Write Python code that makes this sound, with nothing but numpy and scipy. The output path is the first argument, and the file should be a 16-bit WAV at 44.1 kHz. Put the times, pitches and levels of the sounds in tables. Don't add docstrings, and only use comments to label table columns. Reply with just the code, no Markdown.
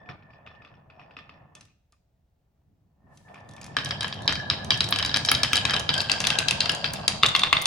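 import sys
import numpy as np
from scipy import signal
from scipy.fft import rfft, irfft
from scipy.io import wavfile
from scipy.ndimage import uniform_filter1d

SR = 44100
rng = np.random.default_rng(int(sys.argv[2]) if len(sys.argv) > 2 else 0)


def store_wav(level_fs):
    pcm = np.round(np.clip(np.atleast_2d(level_fs), -1, 1) * 32767)
    wavfile.write(sys.argv[1], SR, pcm.T.astype(np.int16))


N = 337794

RELEASE_S = 3.04
BOARD_FROM_S, LAST_FROM_S, TRUCK_FROM_S = 3.72, 5.92, 7.2
TRUCK_ROLL_FROM_S = 7.08


def gain_of(db):
    return 10 ** (np.asarray(db) / 20)


def evened(x):
    return x / np.sqrt(np.mean(x ** 2) + 1e-20)


def peaked(x):
    return x / abs(x).max()


def read(points, hz):
    f, value = np.transpose(points)
    return np.interp(np.log(hz + 1), np.log(f + 1), value)


def coloured(x, spectrum):
    size = x.shape[-1]
    gain = gain_of(read(spectrum, np.fft.rfftfreq(size, 1 / SR)))
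    return evened(irfft(rfft(x) * gain, size))


def wander(span):
    smooth = uniform_filter1d(rng.standard_normal(N), span)
    return evened(uniform_filter1d(smooth, span))


def bumps(per_s, size_db):
    size = gain_of(size_db * np.minimum(rng.exponential(1, (2, N)), 3.2))
    present = rng.random((2, N)) < per_s / SR
    return rng.standard_normal((2, N)) * size * present


def ring(modes, t, level_db, phase):
    hz, db, t60 = np.transpose(modes)[:, :, None]
    level = gain_of(db + level_db - 60 * t / t60)
    return (level * np.sin(2 * np.pi * hz * t + phase)).sum(0)


# f/Hz, likeness (0 to 1)
SAME = [(60, 1), (250, 0.78), (700, 0.3)]


def paired(a, b):
    same = np.clip(read(SAME, np.fft.rfftfreq(N, 1 / SR)), 0, 1)
    middle = rfft(a) * np.sqrt((1 + same) / 2)
    side = rfft(b) * np.sqrt((1 - same) / 2)
    return irfft(np.array([middle + side, middle - side]), N)


# f/Hz, relative level/dB per Hz
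AIR = [(15, -74), (25, 0), (76, 7.5), (293, -19), (677, -12.5), (1070, -25), (6050, -35), (10700, -41),
       (16000, -32)]
AIR_DB = -70


def room_tone():
    return gain_of(AIR_DB) * paired(*coloured(rng.standard_normal((2, N)), AIR))


# f/Hz, time to fall by 60 dB/s
ROOM = [(300, 0.3), (2000, 0.66), (8000, 0.38), (13000, 0.11)]


def room(x):
    taps = np.zeros((2, SR // 2))
    at = np.arange(300, SR // 2 - 20, 20)
    at = at + rng.integers(0, 20, (2, len(at)))
    np.put_along_axis(taps, at, rng.choice([-1., 1.], at.shape), 1)
    hz, t, z = signal.stft(taps, SR, nperseg=256)
    fade = gain_of(-60 * t / read(ROOM, hz)[:, None])
    tail = signal.istft(z * fade, SR, nperseg=256)[1]
    tail = tail / np.linalg.norm(tail[0])
    return signal.fftconvolve(x.mean(0)[None], tail, axes=1)[:, :N]


# f/Hz, relative level/dB per Hz
RUMBLE = [(30, -60), (75, 1.5), (145, 2.5), (200, -4.5), (300, -10), (450, -18.5), (900, -69)]


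def table_rumble(rumble_db, skipping):
    noise = paired(*coloured(rng.standard_normal((2, N)), RUMBLE))
    noise = evened(noise * gain_of(1.64 * wander(span=900)))
    return noise * (gain_of(rumble_db) + gain_of(-24.5) * skipping)


# f/Hz, relative level/dB per Hz
RUSTLE = [(2000, -9), (6000, -7), (11000, -10), (14000, -27)]
RUSTLE_DB = -75


def rustle():
    t = np.arange(N) / SR
    rubbing = np.clip((t - RELEASE_S) / 0.21, 0, 1) * (t < BOARD_FROM_S)
    rubbing = rubbing * gain_of(4.7 * wander(span=3000))
    return gain_of(RUSTLE_DB) * coloured(rng.standard_normal((2, N)), RUSTLE) * rubbing


# t/s, f/Hz
HUM = [(3.742, 1780), (3.8, 1686), (5.901, 1680), (5.954, 1594)]


def hum():
    turns = np.cumsum(np.interp(np.arange(N) / SR, *np.transpose(HUM))) / SR
    tones = []
    for side in (0, 1):
        drift = wander(span=260) + 1j * wander(span=260)
        tones.append((drift * np.exp(2j * np.pi * turns)).real)
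    return paired(*tones) * gain_of(4.3 * wander(span=3000))


def patter(modes, start_s, end_s, damping, per_s, size_db, lively_db):
    t = np.arange(N) / SR
    soft = np.minimum(t[:4000] / 0.00077, 1) ** 2
    on = slice(max(round(start_s * SR), 0), round(end_s * SR))
    contacts, rung = bumps(per_s, size_db), np.zeros((2, N))
    for hz, db, t60 in modes:
        lively = (contacts * gain_of(lively_db * wander(span=2500)))[:, on]
        mode = ring([(hz, db, t60 * damping)], t[:4000], 0, 0)[None] * soft
        rung[:, on] += signal.oaconvolve(lively, mode)[:, :lively.shape[1]]
    rung /= np.sqrt(np.mean(rung[:, on] ** 2))
    return paired(*rung) * np.clip(np.minimum(t - start_s, end_s - t) / 0.0078, 0, 1)


# f/Hz, relative level/dB per Hz
PATTER = [(200, -12), (400, -2), (680, 8.5), (1100, 3), (1500, -8), (2800, -19), (6500, -55)]
# f/Hz, relative level/dB, undamped time to fall by 60 dB/s
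FRAME = [(151.5, 7.5, 0.21), (196.2, 5, 0.19), (568, 2.5, 0.12), (645, 3, 0.15), (721.3, 0, 0.24),
         (1005, -2.5, .1)]
LIVELY_DB = -35
PATTER_SLOPE, HUM_SLOPE = 2.25, 1.27


def drone(drone_db):
    t = np.arange(N) / SR
    sound = paired(*coloured(bumps(2200, 2.3), PATTER))
    hum_db = -1.5 + (HUM_SLOPE - 1) * (drone_db - LIVELY_DB)
    sound += gain_of(hum_db) * hum() * np.clip((TRUCK_FROM_S - t) / 0.56, 0, 1)
    sound += gain_of(-3.5) * patter(FRAME, -1, 9, damping=0.9, per_s=1500, size_db=2.4, lively_db=3.4)
    return sound * gain_of(drone_db + 1.84 * wander(span=700))


# f/Hz, relative level/dB, time to fall by 60 dB/s when struck (rolling shortens it)
SLOPE = [(1200, -5, 0.07), (1788, -14, 0.39), (2523, 2, 0.039), (2790, -6, 0.023), (3470, -8, 0.081),
         (4840, -16, 0.087), (5420, -12, 0.066)]
BOARD = [(1070, -17, 0.046), (1674, 5.5, 0.032), (2347, 3.5, 0.022), (3103, 1.5, 0.094), (3244, 9.5, 0.019),
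         (3867, 13.5, 0.022), (4700, 5.5, 0.038), (5253, 10.5, 0.019)]
LAST_BOARD = [(1655, -3.5, 0.056), (2686, 6, 0.023), (3190, 4.5, 0.036), (3580, 4.5, 0.02),
              (3930, 4.5, 0.022), (4270, -5, 0.035), (4690, 13.5, 0.012), (5250, -4.5, 0.061)]
TRUCK = [(1140, 6, 0.021), (2096, 3, 0.025), (2726, -1, 0.044), (3537, 12, 0.017), (3700, -1.5, 0.028),
         (4300, -2.5, 0.034), (4800, -1, 0.022)]


def wood_patter():
    wood = gain_of(8.5) * patter(SLOPE, -1, RELEASE_S, 0.42, 700, 3.3, 4.7)
    wood += gain_of(4.5) * patter(SLOPE, RELEASE_S, BOARD_FROM_S + 0.18, 0.17, 1200, 4.0, 3.3)
    wood += gain_of(3.5) * patter(BOARD, BOARD_FROM_S, LAST_FROM_S, 0.14, 800, 4.9, 5.6)
    wood += gain_of(3.0) * patter(LAST_BOARD, LAST_FROM_S, TRUCK_ROLL_FROM_S, 0.45, 800, 3.3, 2.7)
    wood += gain_of(-2.0) * patter(TRUCK, TRUCK_ROLL_FROM_S, 9, 0.18, 830, 4.1, 5.1)
    return wood


# f/Hz, relative level/dB
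CLINK = [(3000, 8.5), (6000, 17.5), (8000, 11.5), (10500, 10.5), (12500, -8), (16500, -36)]


def chatter():
    grit = coloured(bumps(3000, 4.5), CLINK)
    return gain_of(-17.0) * grit * (np.arange(N) / SR > RELEASE_S)


# f/Hz, relative level/dB per Hz
SKITTER = [(700, -12), (2600, -5), (4500, -11.5), (8000, -45)]


def skitter(skipping):
    return gain_of(-9.5) * paired(*coloured(bumps(1500, 4.9), SKITTER)) * skipping


# t/s, drone level/dB, table rumble level/dB (before random wavering and blows)
ROLLING = [(0, -56, -56), (.085, -57.5, -56), (.1, -48.5, -44), (.18, -63, -55), (.3, -58.5, -60),
           (.44, -58, -59), (.75, -59.5, -58.5), (.88, -65.5, -58.5), (.95, -56, -61), (1.6, -63, -59.5),
           (1.719, -83, -67.5), (1.85, -111, -77), (2.62, -85, -74), (2.7, -91, -65), (2.99, -80, -68),
           (3.06, -67.5, -54.5), (3.12, -60, -62), (3.25, -70, -55), (3.3, -54, -57), (3.74, -50, -44.5),
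           (3.799, -44.5, -41), (4.7, -42, -38), (5.852, -40.5, -40), (5.95, -38, -41.5),
           (7.049, -39.5, -44), (7.66, -42, -52)]


def rolling(hits):
    s, *levels = np.transpose(ROLLING)
    t = np.arange(N) / SR
    drone_db, rumble_db = (np.interp(t, s, db) for db in levels)
    patter_db = LIVELY_DB + PATTER_SLOPE * (drone_db - LIVELY_DB)
    fade = gain_of(-20 * t[:SR // 2] / 0.04)
    recent = signal.oaconvolve((hits ** 2).mean(0), fade / fade.sum())[:N]
    skipping = np.sqrt(abs(recent))
    bright = (wood_patter() + chatter()) * (gain_of(patter_db) + gain_of(-14.5) * skipping)
    return table_rumble(rumble_db, skipping) + rustle() + drone(drone_db) + bright + skitter(skipping)


# t/s, peak level/dB
TICKS = [(1.923, -50), (3.405, -54), (3.512, -43), (3.5364, -42), (3.643, -29.5), (3.847, -21.5),
         (3.8907, -31), (4.08, -28), (4.142, -34.5), (4.221, -34), (4.2572, -39), (4.6462, -25),
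         (4.775, -26), (4.888, -19), (5.2605, -18), (5.765, -34), (6.0152, -20), (6.216, -21), (6.718, -19),
         (6.749, -17.5), (7.6158, -22)]


def ticks():
    out, t = np.zeros(N), np.arange(1000) / SR
    for s, db in TICKS:
        at = round(s * SR)
        clink = coloured(rng.standard_normal(len(t)), CLINK) * gain_of(-60 * t / 0.016)
        out[at:at + len(t)] += gain_of(db) * peaked(clink)
    return out


# t/s, peak level/dB
SNAPS = [(4.9078, -17), (5.3144, -7.5), (5.4313, -33), (5.53, -22), (6.2698, -21), (6.386, -38),
         (6.9337, -23), (7.6206, -19)]
# f/Hz, relative level/dB
SNAP = [(6000, -44), (9000, -4.5), (11000, -2.5), (13000, -10), (16500, -9)]
SNAP_S = 0.0015


def snaps():
    out, t = np.zeros(N), np.arange(600) / SR
    for s, db in SNAPS:
        at = round(s * SR)
        click = coloured(rng.standard_normal(len(t)), SNAP) * t * np.exp(-t / SNAP_S)
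        out[at:at + len(t)] += gain_of(db) * peaked(click)
    return out


# f/Hz, relative level/dB, time to fall by 60 dB/s
LEGS = [(134, -11, 0.076), (269, -3, 0.17), (442, -2.5, 0.068)]
SQUARE_HZ, THUD_DB_PER_OCTAVE, THUD_GLASS_DB = 2254, -15, -19.5


def knocks(rows, modes, ring_db, burst_s, spread_db, pan_db, boom_db, square_db):
    out, t = np.zeros((2, N + SR)), np.arange(SR // 5) / SR
    mode_hz = np.transpose(modes)[0][:, None]
    rise = np.sin(np.pi / 2 * np.minimum(t / 0.00056, 1)) ** 2
    burst = np.exp(-(t / burst_s - 1) ** 2 / 2)
    boom = rise * ring(LEGS, t, 0, 0)
    for s, db, hz, clink_db in rows:
        chance, hiss = rng.random((3, len(modes), 1)), rng.standard_normal((4, len(t)))
        band = signal.butter(2, [0.78 * hz, 1.23 * hz], "band", fs=SR, output="sos")
        rough = signal.sosfilt(band, (hiss[0] + .5 * hiss[1:3]) * burst)
        tock = burst * np.sin(2 * np.pi * hz * t) + 1.1 * peaked(rough)
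        near_db = ring_db - 5.25 * abs(np.log2(mode_hz / hz)) + spread_db * (chance[0] - .5)
        phases = [2 * np.pi * chance[1] + side * 1.81 * (chance[2] - .5) for side in (1, -1)]
        rung = [ring(modes, t, near_db, phase) for phase in phases]
        wood = peaked(rise * (tock + rung)) * gain_of([[pan_db / 2], [-pan_db / 2]])
        turns = 1150 * (0.795 + 0.48 * chance[0, 0]) * t + np.array([[.08], [-.08]])
        thud = peaked(rise * gain_of(-60 * t / 0.015) * np.sin(2 * np.pi * turns))
        clink = peaked(coloured(hiss[3], CLINK) * gain_of(-60 * t / 0.023))
        glass = min(gain_of(clink_db), .97)
        thud_db = square_db + THUD_DB_PER_OCTAVE * abs(np.log2(hz / SQUARE_HZ)) + THUD_GLASS_DB * glass
        blow = np.sqrt(1 - glass ** 2) * wood + glass * clink
        blow = blow + gain_of(thud_db) * (thud + gain_of(boom_db) * boom)
        at = round(s * SR)
        out[:, at:at + len(t)] += gain_of(db) * blow
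    return out[:, :N]


# t/s, blow level/dB, pitch of the struck spot f/Hz,
# glass clink level/dB relative to the blow (limited to just under 0)
KNOCKS = [(0.059, -52, 2480, -39), (0.0892, -30, 2340, -43), (0.224, -51, 2540, -35),
          (0.304, -48.5, 2500, -45), (0.334, -48.5, 2460, -33), (0.4637, -39, 2790, -46),
          (0.4725, -36.5, 2560, -58), (.55, -49, 2880, -60), (0.6194, -46, 2520, -32),
          (0.648, -41, 2590, -34), (0.669, -46, 1210, -40), (0.7398, -51, 2570, -42), (0.9, -44, 2510, -35),
          (0.995, -43.5, 2560, -35), (1.014, -43.5, 1880, -33), (1.109, -44.5, 2550, -35),
          (1.167, -31, 2640, -45), (1.1877, -37, 2540, -37), (1.293, -37, 2550, -62),
          (1.5516, -35, 2600, -0.5), (1.6095, -36, 2740, 2), (1.6523, -49.5, 3700, -1.5),
          (3.1735, -44.5, 3240, 0.5), (3.283, -46, 1830, -50), (3.343, -38.5, 2360, -13),
          (3.357, -41.5, 2420, -35), (3.376, -46, 2420, -45), (3.58, -40, 2350, -45),
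          (3.49, -40.5, 3900, -1), (3.5644, -40, 3620, -3), (3.6142, -32.5, 2440, -0.5),
          (3.6297, -36, 4920, -22), (3.664, -34.5, 2480, 3), (3.767, -6, 1686, -19),
          (3.786, -17, 3650, -36), (3.8584, -18.5, 3880, -18), (3.9082, -10.5, 3610, -26),
          (4.008, -14, 3990, -10.5), (4.022, -19.5, 3700, -33), (4.0294, -17, 1610, -11),
          (4.0443, -13.5, 1760, -27), (4.1261, -18, 3590, -42), (4.2776, -5, 3860, -19),
          (4.2932, -11.5, 3240, -35), (4.325, -19, 2820, -4), (4.354, -18.5, 4420, -14),
          (4.5, -4.5, 4000, -20), (4.5101, -15.5, 2500, -45), (4.7053, -3.5, 3800, -17),
          (4.7185, -12, 2870, -29), (4.806, -4, 3980, -16.5), (4.842, -13.5, 3920, -11.5),
          (4.925, -4, 3380, -38), (4.9599, -12.5, 3010, -15), (4.9871, -11.5, 3320, -10),
          (4.9965, -15, 3100, -24), (5.0263, -11.5, 3850, -17), (5.049, -10.5, 3300, -12),
          (5.0608, -15, 4900, -4), (5.094, -16, 3800, -36), (5.114, -20.5, 3800, -36),
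          (5.1424, -5.5, 4070, -27), (5.1612, -7.5, 3100, -9), (5.17, -11, 1720, -2),
          (5.2492, -10.5, 4640, -8), (5.2873, -5, 3840, -29), (5.3159, -4, 2190, -12.5),
          (5.3495, -6.5, 4600, -13), (5.433, -4, 4300, -8.5), (5.532, -3, 2690, -11.5),
          (5.5561, -7, 4340, -6.5), (5.5677, -8.5, 3900, -5), (5.6522, -5.5, 2550, -9.5),
          (5.6965, -11, 3900, -51), (5.708, -13.5, 1860, -8.5), (5.736, -10.5, 2470, -18),
          (5.7406, -8, 3600, -15), (5.764, -11.5, 2830, -11), (5.7958, -16.5, 4180, 0),
          (5.891, -4, 3650, -48), (5.901, -14.5, 3700, -30), (5.94, -12.5, 3000, -10.5),
          (5.979, -13.5, 4830, -10), (6.0041, -10.5, 4540, -16), (6.097, -8.5, 2820, -14),
          (6.116, -7.5, 4690, -7), (6.203, -12, 2740, -2), (6.2408, -11.5, 2730, -14),
          (6.25, -14, 2600, -14), (6.27, -4, 3410, -3), (6.3028, -7, 2710, -10.5), (6.3869, -5.5, 3930, -4),
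          (6.484, -4.5, 3774, -6.5), (6.5093, -5.5, 2670, -4.5), (6.6053, -5.5, 4180, -9),
          (6.658, -11.5, 2640, -12), (6.694, -7, 2940, -13), (6.843, -9.5, 2650, -19),
          (6.8561, -18, 2630, -22), (6.936, -18, 1650, 0), (7.0793, -2.5, 3970, -6),
          (7.2278, -15.5, 4870, -33), (7.233, 0, 2830, -38), (7.262, -6, 3970, -6.5), (7.287, -23, 3850, 0),
          (7.35, -1, 3505, -37), (7.3622, -8, 3260, -9.5), (7.3934, -12, 3700, -7),
          (7.4183, -13.5, 3950, -25), (7.432, -19, 2650, -23), (7.4347, -4, 2730, -13.5),
          (7.528, 0.5, 2707, -16.5), (7.5675, -8, 3580, -36), (7.6217, -18, 3560, -9),
          (7.6565, -4, 3440, -3.5)]


def all_knocks():
    edges = (0, BOARD_FROM_S, LAST_FROM_S, TRUCK_FROM_S, N / SR)
    slope, board, last, truck = ([row for row in KNOCKS if a <= row[0] < b]
                                 for a, b in zip(edges, edges[1:]))
    hits = knocks(slope, SLOPE, ring_db=-7.0, burst_s=0.0019, spread_db=1.9,
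                  pan_db=3.4, boom_db=-14.0, square_db=0.34)
    hits = hits + knocks(board, BOARD, ring_db=-5.0, burst_s=0.0013, spread_db=7.0,
                         pan_db=1.9, boom_db=-17.5, square_db=-2.5)
    hits = hits + knocks(last, LAST_BOARD, ring_db=-7.0, burst_s=0.0016, spread_db=13.4,
                         pan_db=6.2, boom_db=-14.5, square_db=-4.5)
    return hits + knocks(truck, TRUCK, ring_db=-0.44, burst_s=0.0027, spread_db=12.3,
                         pan_db=2.1, boom_db=-29.0, square_db=-2)


def scene():
    hits = all_knocks() + ticks() + snaps()
    wet = gain_of(-10.5) * room(hits)
    return room_tone() + rolling(hits) + wet + hits


RIGHT_LATE_S = 2.5e-5
EDGE_HZ = 16600


def record(dry):
    late = np.exp(-2j * np.pi * np.fft.rfftfreq(2 * N, 1 / SR) * np.array([[0], [RIGHT_LATE_S]]))
    heard = irfft(rfft(dry, 2 * N) * late)[:, :N]
    clipped = heard / (1 + (abs(heard) / .93) ** 6) ** (1 / 6)
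    lowpass = signal.firwin(1023, EDGE_HZ, window=("kaiser", 9), fs=SR)
    return signal.oaconvolve(clipped, lowpass[None], "same")


dry = scene()
out = record(dry)
store_wav(out)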